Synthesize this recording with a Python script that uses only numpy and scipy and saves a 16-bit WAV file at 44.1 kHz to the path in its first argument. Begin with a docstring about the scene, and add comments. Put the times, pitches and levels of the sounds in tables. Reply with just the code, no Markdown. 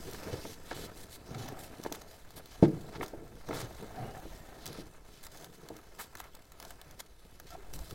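"""Workshop, deep in the engine bay of a parked car: hands wrap a foil-faced insulating sleeve round a pipe.
The sleeve scrapes in tiny slips, foil creases flip, and its hook-and-loop strip snaps and rips in short
pulls. Hands press the padding, arms rub hoses, dragging skin makes them sing. Bumps ring a hollow part,
once with a loud, rattling thump. Low rumble, room tone and faint hiss lie underneath."""
import sys
import numpy as np
from scipy import signal
from scipy.fft import rfft, irfft, next_fast_len
from scipy.io import wavfile
from scipy.ndimage import map_coordinates

SR = 44100
rng = np.random.default_rng(int(sys.argv[2]) if len(sys.argv) > 2 else 0)


def output_pcm(signal):
    """Save a mono or channel-first signal as 16-bit PCM at the path in sys.argv[1].

    Samples are clipped to [-1, 1] before scaling.
    """
    pcm = np.clip(np.atleast_2d(signal).T, -1, 1) * 32767
    wavfile.write(sys.argv[1], SR, np.round(pcm).astype(np.int16))


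N = 350154
TIME_S = np.arange(N) / SR

# unbroken light contact of the moving arms: t/s, level/dB
LIGHT_CONTACT = [(0, -58.5), (1.2, -66.5), (1.75, -62), (2.28, -67.5), (2.8, -63.5), (3.2, -69.5),
                 (3.42, -66), (3.7, -62.5), (4.6, -63), (4.88, -66), (5.02, -69.5), (5.15, -67), (5.9, -66),
                 (6.4, -69.5), (6.9, -65), (7.08, -72), (7.3, -70), (7.94, -65.5)]
# sleeve over pipe: t/s, length/s, level/dB, fizz offset/dB
SLEEVE_SLIDES = [(0, .56, -54, -1.5), (0.108, 0.046, -64, 11.5), (0.304, 0.048, -50, -18),
                 (0.65, 0.08, -56.5, -1), (0.74, 0.133, -48.5, -2), (0.956, 0.098, -55.5, 2.5),
                 (1.101, 0.074, -54, 3), (1.256, 0.29, -59.5, -5), (1.375, 0.087, -51, -4),
                 (1.473, 0.036, -47.5, -14), (1.586, 0.09, -54, 4), (1.823, 0.066, -53.5, -8),
                 (1.912, 0.12, -56, -7), (2.068, 0.094, -59.5, 0), (2.147, 0.096, -62.5, 1),
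                 (2.355, 0.043, -54, 4.5), (2.467, 0.096, -58.5, -3), (3.007, 0.11, -60.5, -2),
                 (3.464, 0.21, -53.5, -12), (3.67, 0.16, -65, -1), (3.956, 0.074, -61, -15),
                 (4.214, 0.17, -61, -4), (4.603, 0.14, -58.5, -8), (4.733, .095, -56, -4),
                 (5.064, 0.164, -60.5, -2), (5.225, 0.043, -56, 8.5), (5.31, 0.16, -58, 1),
                 (5.53, 0.039, -54.5, -2), (5.927, 0.16, -65, 3), (5.99, 0.046, -66, 24.5),
                 (6.165, .06, -61, 3), (6.584, .15, -65, 1), (7.186, 0.19, -69, -0.5),
                 (7.462, 0.098, -59.5, -2), (7.727, 0.051, -55, 6), (7.775, 0.17, -62.5, 4.5)]
# creases against smooth sliding: t/s, power share/1
CREASE_SHARE = [(0, 0), (1.9, 0.38), (4.6, 0), (5.0, 0.47), (7.9, 0.35)]
# hands into padding: t/s, length/s, level/dB
HAND_PRESSES = [(.035, 0.062, -38), (.1, 0.15, -50), (.24, 0.16, -38), (.41, 0.13, -44), (.72, 0.19, -41.5),
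                (.96, 0.1, -45.5), (1.23, 0.33, -43), (1.5, 0.44, -52), (1.82, 0.15, -47),
                (2.35, 0.057, -46), (2.7, 0.33, -44), (2.97, 0.086, -34.5), (3.14, 0.15, -44.5),
                (3.28, 0.12, -48), (3.48, 0.19, -35), (3.79, 0.06, -39), (3.93, 0.2, -42),
                (4.59, 0.25, -42), (5.3, 0.17, -55), (5.63, 0.16, -48), (5.86, 0.27, -61), (6.53, .25, -70),
                (7.72, 0.06, -43), (7.89, 0.073, -43.5)]
# knocks on parts round the pipe: t/s, peak/dB, high-pass f/Hz, ring time factor/1
PART_BUMPS = [(0.057, -39, 70, 0.62), (.451, -36, 336, 0.5), (0.713, -35.5, 400, 0.69),
              (0.839, -40, 250, 0.21), (1.850, -35, 650, 1), (1.8615, -25.5, 420, 0.094),
              (1.9176, -30, 380, 0.26), (2.6255, -6, 40, 1), (3.010, -38, 344, 0.64),
              (3.133, -35.5, 397, 1), (3.494, -32.5, 370, 0.4), (3.508, -27.5, 403, 0.3),
              (4.253, -38, 246, 0.75), (4.785, -34.5, 190, 0.98), (5.703, -36, 417, 0.44)]
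# modes of the hollow part: f/Hz, level/dB, t60/s
PART_MODES = [(68, -30, 0.57), (121, -19, .25), (145.5, -15.5, 0.47), (168, 6.5, 0.028),
              (215.5, -13.5, 0.17), (279, -13, 0.16), (322, -4, 0.078), (343.6, 1, 0.073), (354, -2, 0.054),
              (431, -18.5, .16), (462, -3.5, 0.027), (582, -13, 0.077), (669, -16.5, 0.073),
              (790, -23.5, 0.13), (887, -19, 0.077)]
# single hooks and foil creases: t/s, crack/dB, body/dB
SLEEVE_SNAPS = [(0.111, -33.5, -67), (0.133, -31.5, -67), (0.1453, -42, -42), (0.4514, -47, -43),
                (0.7121, -56, -37), (0.773, -42, -43), (0.838, -43, -49), (1.4865, -35, -42.5),
                (1.643, -36, -64), (1.837, -32, -49), (1.849, -52, -44), (1.862, -43, -41),
                (1.9237, -23.5, -45), (1.9566, -33, -52), (2.017, -37, -52), (2.3056, -40, -57),
                (2.367, -41, -64), (2.4577, -38.5, -61), (3.0099, -51, -32.5), (3.029, -47, -34.5),
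                (3.0617, -38, -63), (3.0804, -38, -63), (3.488, -36, -44), (3.5095, -44, -37),
                (3.5293, -45, -36), (3.6032, -39, -62), (4.657, -27.5, -54), (4.6642, -25.5, -47),
                (4.6762, -31, -64), (4.686, -42, -60), (4.7293, -35.5, -58), (5.2375, -36, -55),
                (5.247, -39, -62), (5.2665, -33, -50), (5.444, -34, -50.5), (5.687, -34, -50),
                (5.766, -36.5, -73), (6.1523, -33, -41), (6.171, -37.5, -59), (6.184, -41, -64),
                (6.2012, -30.5, -42.5), (6.2117, -39, -58), (6.2404, -43, -54), (6.35, -35, -57),
                (6.5193, -38.5, -51), (6.5999, -30.5, -45.5), (6.6257, -33, -48), (6.65, -36, -52),
                (6.706, -33.5, -49), (6.814, -35.5, -55), (6.91, -41, -67), (7.0024, -30, -50),
                (7.399, -34, -48), (7.5047, -38, -53), (7.7365, -31, -54), (7.761, -41, -68),
                (7.7895, -37, -55), (7.909, -33.5, -50.5)]
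# forearms over hoses and covers: t/s, length/s, level/dB, rasp offset/dB
ARM_RUBS = [(0.15, 0.31, -44.5, -2.5), (0.647, 0.29, -52.5, 2.5), (0.924, 0.18, -58, -2),
            (1.235, 0.43, -47.5, -1.5), (1.547, 0.3, -52, -11), (1.934, 0.27, -54, -20),
            (2.361, 0.055, -47, -2), (2.453, 0.37, -57, 1), (2.677, 0.66, -51, -4.5),
            (3.422, 0.34, -45.5, -4), (3.702, 0.58, -48, -2.5), (4.153, 0.6, -52, -11),
            (4.6, 0.26, -53.5, 2.5), (5.3, 0.19, -52, -4), (5.562, 0.22, -62.5, 3),
            (5.988, 0.035, -49.5, 11), (6.145, 0.15, -61, 11), (6.58, 0.16, -51.5, -2.5),
            (6.787, 0.056, -61, 6), (7.453, 0.23, -58.5, 4), (7.583, 0.49, -54.5, -3.5)]
# skin on hose: t/s, length/s, start f/Hz, end f/Hz, level/dB, groan re tone/dB
SKIN_DRAGS = [(0.237, 0.17, 457, 509, -48, -19), (1.284, 0.26, 736, 798, -55.5, 10),
              (1.437, 0.22, 740, 830, -55, -7), (3.929, 0.22, 706.5, 755, -48.5, 2),
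              (4.012, 0.14, 2770, 2970, -64, -20), (4.118, 0.11, 800, 749, -52, -13),
              (4.204, .5, 1886, 1790, -68, -4), (7.506, 0.055, 688, 720, -51.5, -23),
              (7.543, 0.018, 710, 716, -43, -20), (7.505, 0.061, 1320, 1325, -58.5, -25),
              (7.543, 0.11, 365, 390, -58, -25), (7.73, 0.11, 990, 930, -69, 12)]
# strip rips, a scuff, the thump's rattle: t/s, rise/s, length/s, crackle/dB, body/dB, low-pass f/Hz
CRACKLE_BURSTS = [(0.704, 0.0049, 0.066, -49.5, -51.5, 4340), (1.343, .002, .016, -50.5, -46.5, 6000),
                  (1.932, 0.019, 0.026, -48, -49.5, 13900), (2.621, 0.012, 0.049, -45, -42, 4200),
                  (2.915, 0.046, 0.065, -53.5, -50, 4500), (3.014, .019, 0.041, -47.5, -55, 15000),
                  (3.533, 0.013, 0.065, -46.5, -48.5, 15000), (3.548, 0.064, 0.081, -45.5, -47.5, 12600),
                  (5.984, 0.013, 0.081, -48, -51.5, 15000), (6.988, 0.025, 0.02, -41, -48, 13800)]
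# low rumble: t/s, level/dB
RUMBLE_LEVEL = [(0, -51.5), (1.1, -55.5), (2.2, -56), (2.9, -53.5), (4.4, -50.5), (4.55, -56.5), (5.7, -59),
                (7.3, -57.5), (7.6, -53), (7.73, -48), (7.84, -41), (7.9, -55)]
# workshop decay: f/Hz, t60/s
WORKSHOP_T60 = [(100, 0.59), (1500, 0.18), (15000, 0.073)]

# spectra: f/Hz, relative density/dB
SCRAPE_EQ = [(900, -24), (1800, -1), (2700, -3.5), (3400, 0), (4200, .5), (6400, -2.5), (7400, -10.5),
             (8500, -16), (13000, -47)]  # sleeve on pipe
FIZZ_EQ = [(4000, -59), (6500, -9.5), (7400, 3.5), (10500, 4.5), (13400, 3.5), (16000, 0)]  # its fine treble
CRACK_EQ = [(300, -19), (1200, -21), (2000, -5), (2700, -3.5), (3700, 2), (7000, 0.5), (10000, -6),
            (13000, -2), (16000, -3.5)]  # one hook or crease
PADDING_EQ = [(40, -29), (80, -1), (135, 0.5), (220, -5), (330, -4), (470, -3.5), (620, -18), (900, -21.5),
              (2500, -50)]  # pressed insulation
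HOSE_EQ = [(250, 0), (480, -0.5), (620, 8), (760, 0.5), (880, -2.5), (1050, -45), (2000, -68)]  # hollow tone of a rubbed hose
RASP_EQ = [(600, -23.5), (950, -1.5), (1340, -2), (1520, -1.5), (1750, -5), (2050, -7), (2700, -13.5),
           (5000, -26)]  # cloth on hose
CAVITY_EQ = [(200, -20), (650, 1), (1000, 1), (1380, -.5), (1780, -2), (2150, -5.5), (2700, -16),
             (3400, -16), (6000, -50)]  # padded air space under the sleeve
CRACKLE_EQ = [(150, -40), (1200, -7), (1700, -5.5), (2650, -8), (3600, 0), (6200, -2), (7400, -2.5),
              (10500, -4.5), (13400, -2), (16000, -3)]  # rip, scuff or rattle
RUMBLE_EQ = [(3, 7.5), (10, 5.5), (22, -7), (45, -0.5), (75, -9), (110, -17), (250, -48)]
ROOM_TONE_EQ = [(30, 5), (130, -10), (220, -23), (400, -19), (1700, -33), (2500, -37), (16000, -37)]
HISS_EQ = [(150, 5), (1500, -3.0), (5000, 8), (10000, 15.5)]


def amp(db):
    """Decibels to gain."""
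    return 10 ** (np.asarray(db) / 20)


def unit(x):
    """Scale to rms 1."""
    return x / np.sqrt(np.mean(x ** 2) + 1e-20)


def at_hz(points, hz):
    """Interpolate over log frequency."""
    f_hz, value = np.transpose(points)
    return np.interp(np.log(hz + 1), np.log(f_hz + 1), value)


def follow(curve):
    """Control curve at every sample."""
    return np.interp(TIME_S, *np.transpose(curve))


def add(mix, start_s, sound):
    """Mix in at start_s."""
    part = mix[max(round(start_s * SR), 0):][:len(sound)]
    part += sound[:len(part)]


def colour(x, eq):
    """Filter by a spectrum; white noise keeps its power."""
    size = next_fast_len(len(x) + 2048)
    gain = unit(amp(at_hz(eq, np.fft.rfftfreq(size, 1 / SR))))
    return irfft(rfft(x, size) * gain, size)[:len(x)]


def grains(per_s, spread_db, clump_db, clump_s, smooth):
    """Friction: clumps of uneven slips over smooth noise."""
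    size = amp(spread_db * np.minimum(rng.exponential(1, N), 4))
    slips = unit(size * rng.choice([-1, 1], N) * (rng.random(N) < per_s / SR))
    knots = rng.standard_normal(8000)
    clumps = np.interp(TIME_S / clump_s, np.arange(len(knots)), knots)
    return unit((slips + smooth * rng.standard_normal(N)) * amp(clump_db * clumps))


def bursts(per_s, spread_db, cap, decay_s):
    """Sparse flips, each a decaying noise burst."""
    flips = amp(spread_db * np.minimum(rng.exponential(1, N), cap)) * (rng.random(N) < per_s / SR)
    envelope = signal.lfilter([1], [1, -np.exp(-1 / (decay_s * SR))], flips)
    return envelope * rng.standard_normal(N)


def held(t, length_s, attack_s=0.0078, release_s=0.017, growth_db=3):
    """Slide force: quick grip, slow growth, quick stop."""
    edges = np.clip(np.minimum(t / attack_s, (length_s - t) / release_s), 0, 1)
    return edges * amp(growth_db * (t / length_s - 1))


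def arch(t, length_s, peak_at=0.57, steepness=0.72):
    """Press or rub force: swells, eases off."""
    phase = np.interp(t / length_s, [0, peak_at, 1], [0, .5, 1])
    return abs(np.sin(np.pi * phase)) ** steepness


def strokes(rows, shape, contact_db, **form):
    """Gain curve: strokes and light contact, summed in power."""
    power = amp(follow(LIGHT_CONTACT) + contact_db) ** 2
    for start_s, length_s, db in rows:
        force = shape(np.arange(0, length_s, 1 / SR), length_s, **form)
        add(power, start_s, (amp(db) * force) ** 2)
    return np.sqrt(power)


def drift(x, depth_db=2.0, patch_hz=1300, patch_s=0.1):
    """Moving contact patch: broad random peaks come and go."""
    hz, frame_s, spectrum = signal.stft(x, SR, nperseg=512)
    grid = np.meshgrid(hz / patch_hz, frame_s / patch_s, indexing="ij")
    patches = map_coordinates(rng.standard_normal((64, 256)), grid, order=1, mode="wrap")
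    return signal.istft(spectrum * amp(depth_db * patches), SR, nperseg=512)[1][:N]


def hand_echo(x, gap_m=0.0872, travel=0.465, move_s=.12, echo_gain=0.19):
    """Reflection off the moving hand: a wandering comb filter."""
    wander = np.interp(TIME_S / move_s, np.arange(400), rng.standard_normal(400))
    delay_s = 2 * gap_m * np.exp(travel * wander) / 343
    hz, frame_s, spectrum = signal.stft(x, SR, nperseg=512)
    bounce = echo_gain * np.exp(-2j * np.pi * hz[:, None] * np.interp(frame_s, TIME_S, delay_s))
    return unit(signal.istft(spectrum * (1 + bounce), SR, nperseg=512)[1][:N])


def slides():
    """Cloth and foil scrape the pipe: dense slips, sparse creases when squeezed."""
    scrape = strokes([row[:3] for row in SLEEVE_SLIDES], held, contact_db=0)
    fizz_rows = [(start_s, length_s, db + fizz_db) for start_s, length_s, db, fizz_db in SLEEVE_SLIDES]
    fizz = strokes(fizz_rows, held, contact_db=-1.5)
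    slips = grains(per_s=2200, spread_db=4.2, clump_db=1.6, clump_s=.006, smooth=1.3)
    creases = unit(bursts(per_s=160, spread_db=3.3, cap=3.5, decay_s=0.0033))
    share = follow(CREASE_SHARE)
    rustle = np.sqrt(1 - share) * slips + np.sqrt(share) * creases
    rustle = hand_echo(drift(rustle))
    return amp(-1.5) * scrape * colour(rustle, SCRAPE_EQ) + amp(-3.5) * fizz * colour(rustle, FIZZ_EQ)


def ticks():
    """Stray hooks and tiny creases tick under light contact."""
    flips = bursts(per_s=20, spread_db=4.0, cap=2, decay_s=0.00091)
    return amp(follow(LIGHT_CONTACT) + 7) * colour(flips, CRACK_EQ)


def presses():
    """Dull slips inside the pressed padding."""
    force = strokes(HAND_PRESSES, arch, contact_db=10)
    slips = grains(per_s=600, spread_db=4.0, clump_db=4.0, clump_s=0.018, smooth=0.53)
    return amp(-4.5) * force * colour(slips, PADDING_EQ)


def bumps(push_hz=600, tap_gain=0.41):
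    """Push and rebound ring a hollow part; a resting hand shortens the ring, leaving a dull tap."""
    out = np.zeros(N)
    t = np.arange(int(.4 * SR)) / SR
    phase = 2 * np.pi * push_hz * np.arange(1024) / SR
    push = phase * (2 - phase) * np.exp(-phase)
    for start_s, db, low_hz, ring_factor in PART_BUMPS:
        ring = np.zeros(len(t))
        for k, (hz, mode_db, t60_s) in enumerate(PART_MODES):
            decay = np.exp(-np.log(1000) * t / (t60_s * ring_factor))
            ring += (-1) ** k * amp(mode_db) * decay * np.sin(2 * np.pi * hz * t)
        thump = signal.fftconvolve(push, ring)
        thump = signal.lfilter(*signal.butter(2, low_hz, "high", fs=SR), thump)
        thump /= abs(thump).max()
        add(thump, 0, tap_gain * (1 - ring_factor) * push / push.max())
        add(out, start_s, amp(db) * thump / abs(thump).max())
    return out


def snaps(rise_s=0.0001, crack_s=0.0017, body_s=0.0036, tint_db=1.5):
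    """A hook or crease lets go: sharp crack, dry knock in the air under the sleeve."""
    t = np.arange(2048) / SR
    rise = 1 - np.exp(-t / rise_s)
    cracks, bodies = np.zeros(N), np.zeros(N)
    for start_s, crack_db, body_db in SLEEVE_SNAPS:
        tint_eq = np.column_stack([np.geomspace(800, 16000, num=10), tint_db * rng.standard_normal(10)])
        crack, knock = (colour(rng.standard_normal(len(t)), tint_eq) * rise for _ in range(2))
        add(cracks, start_s + 0.00045, amp(crack_db - 5.5) * crack * np.exp(-t / crack_s))
        add(bodies, start_s + 0.00053, amp(body_db + 4) * knock * np.exp(-t / body_s))
    return colour(cracks, CRACK_EQ) + colour(bodies, CAVITY_EQ)


def rubs():
    """Cloth on the forearms drags over hoses: hollow tone plus rasp."""
    hollow = strokes([row[:3] for row in ARM_RUBS], arch, contact_db=5.5, peak_at=0.5)
    rasp_rows = [(start_s, length_s, db + rasp_db) for start_s, length_s, db, rasp_db in ARM_RUBS]
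    rasp = strokes(rasp_rows, arch, contact_db=8, peak_at=0.5)
    slips = grains(per_s=900, spread_db=0, clump_db=3.0, clump_s=.01, smooth=0.96)
    return amp(-5) * hollow * colour(slips, HOSE_EQ) + amp(-7) * rasp * colour(slips, RASP_EQ)


def drags(tone_width_hz=40, groan_width_hz=14, groan_ratio=.16, overtone_db=-7):
    """Stick-slip of skin rings a hose: narrow tone and low groan glide as the arm moves."""
    out = np.zeros(N)
    for start_s, length_s, start_hz, end_hz, db, groan_db in SKIN_DRAGS:
        count = int(length_s * SR)
        cycles = np.cumsum(np.linspace(start_hz, end_hz, count)) / SR
        partials = [(1, tone_width_hz, 0), (groan_ratio, groan_width_hz, groan_db),
                    (2 * groan_ratio, 2 * groan_width_hz, groan_db + overtone_db)]
        for ratio, width_hz, partial_db in partials:
            slips = rng.standard_normal(SR) + 1j * rng.standard_normal(SR)
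            waver = signal.sosfilt(signal.butter(2, width_hz, fs=SR, output="sos"), slips)[-count:]
            tone = unit((waver * np.exp(2j * np.pi * ratio * cycles)).real)
            add(out, start_s, amp(db + partial_db) * tone * signal.windows.tukey(count, .7))
    return out


def crackles():
    """Short crackling bursts with a hollow body: strip rips, a scuff and the thump's rattle."""
    clicks = grains(per_s=1800, spread_db=3, clump_db=2, clump_s=.002, smooth=.6)
    crackle, body = colour(clicks, CRACKLE_EQ), colour(clicks, CAVITY_EQ)
    out = np.zeros(N)
    for start_s, rise_s, length_s, crackle_db, body_db, top_hz in CRACKLE_BURSTS:
        t = np.arange(int(length_s * SR)) / SR
        fall_s = max(length_s - rise_s, 1 / SR)
        swell = np.minimum(t / rise_s, (length_s - t) / fall_s)
        span = int(start_s * SR) + np.arange(len(t))
        dulled = signal.lfilter(*signal.butter(2, top_hz, fs=SR), crackle[span])
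        add(out, start_s, swell * (amp(crackle_db) * unit(dulled) + amp(body_db) * unit(body[span])))
    return out


def reflections(x, bay_db=-9, bay_decay_s=0.0038, tail_db=-23):
    """Quick engine bay echoes, then the faint workshop tail."""
    t = np.arange(SR // 2) / SR
    taps = rng.choice([-1, 1], len(t)) * (rng.random(len(t)) < 2500 / SR) * (t > .002)
    bay = taps * np.exp(-t / bay_decay_s)
    bay = signal.lfilter(*signal.butter(2, 700, "high", fs=SR), bay)  # small parts reflect short waves
    hz, frame_s, spectrum = signal.stft(taps * (t > .015), SR, nperseg=256)
    decay = np.exp(-np.log(1000) * frame_s / at_hz(WORKSHOP_T60, hz)[:, None])
    tail = signal.istft(spectrum * decay, SR, nperseg=256)[1][:len(t)]
    echoes = amp(bay_db) * bay / np.linalg.norm(bay) + amp(tail_db) * tail / np.linalg.norm(tail)
    return x + signal.oaconvolve(x, echoes)[:N]


def scene():
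    """Mono work and background; hiss in antiphase left and right."""
    rumble = amp(follow(RUMBLE_LEVEL) + 2) * colour(rng.standard_normal(N), RUMBLE_EQ)
    room_tone = amp(-65) * colour(rng.standard_normal(N), ROOM_TONE_EQ)
    work = reflections(slides() + presses() + rubs() + snaps() + ticks() + crackles() + bumps() + drags())
    hiss = amp(-74) * colour(rng.standard_normal(N), HISS_EQ)
    return work + rumble + room_tone + np.array([hiss, -hiss])


def record(dry, edge_hz=15950):
    """Steep low-pass band limit."""
    lowpass = signal.firwin(511, edge_hz, window=("kaiser", 9), fs=SR)
    return signal.oaconvolve(dry, lowpass[None], "same", axes=1)


dry = scene()
out = record(dry)
output_pcm(out)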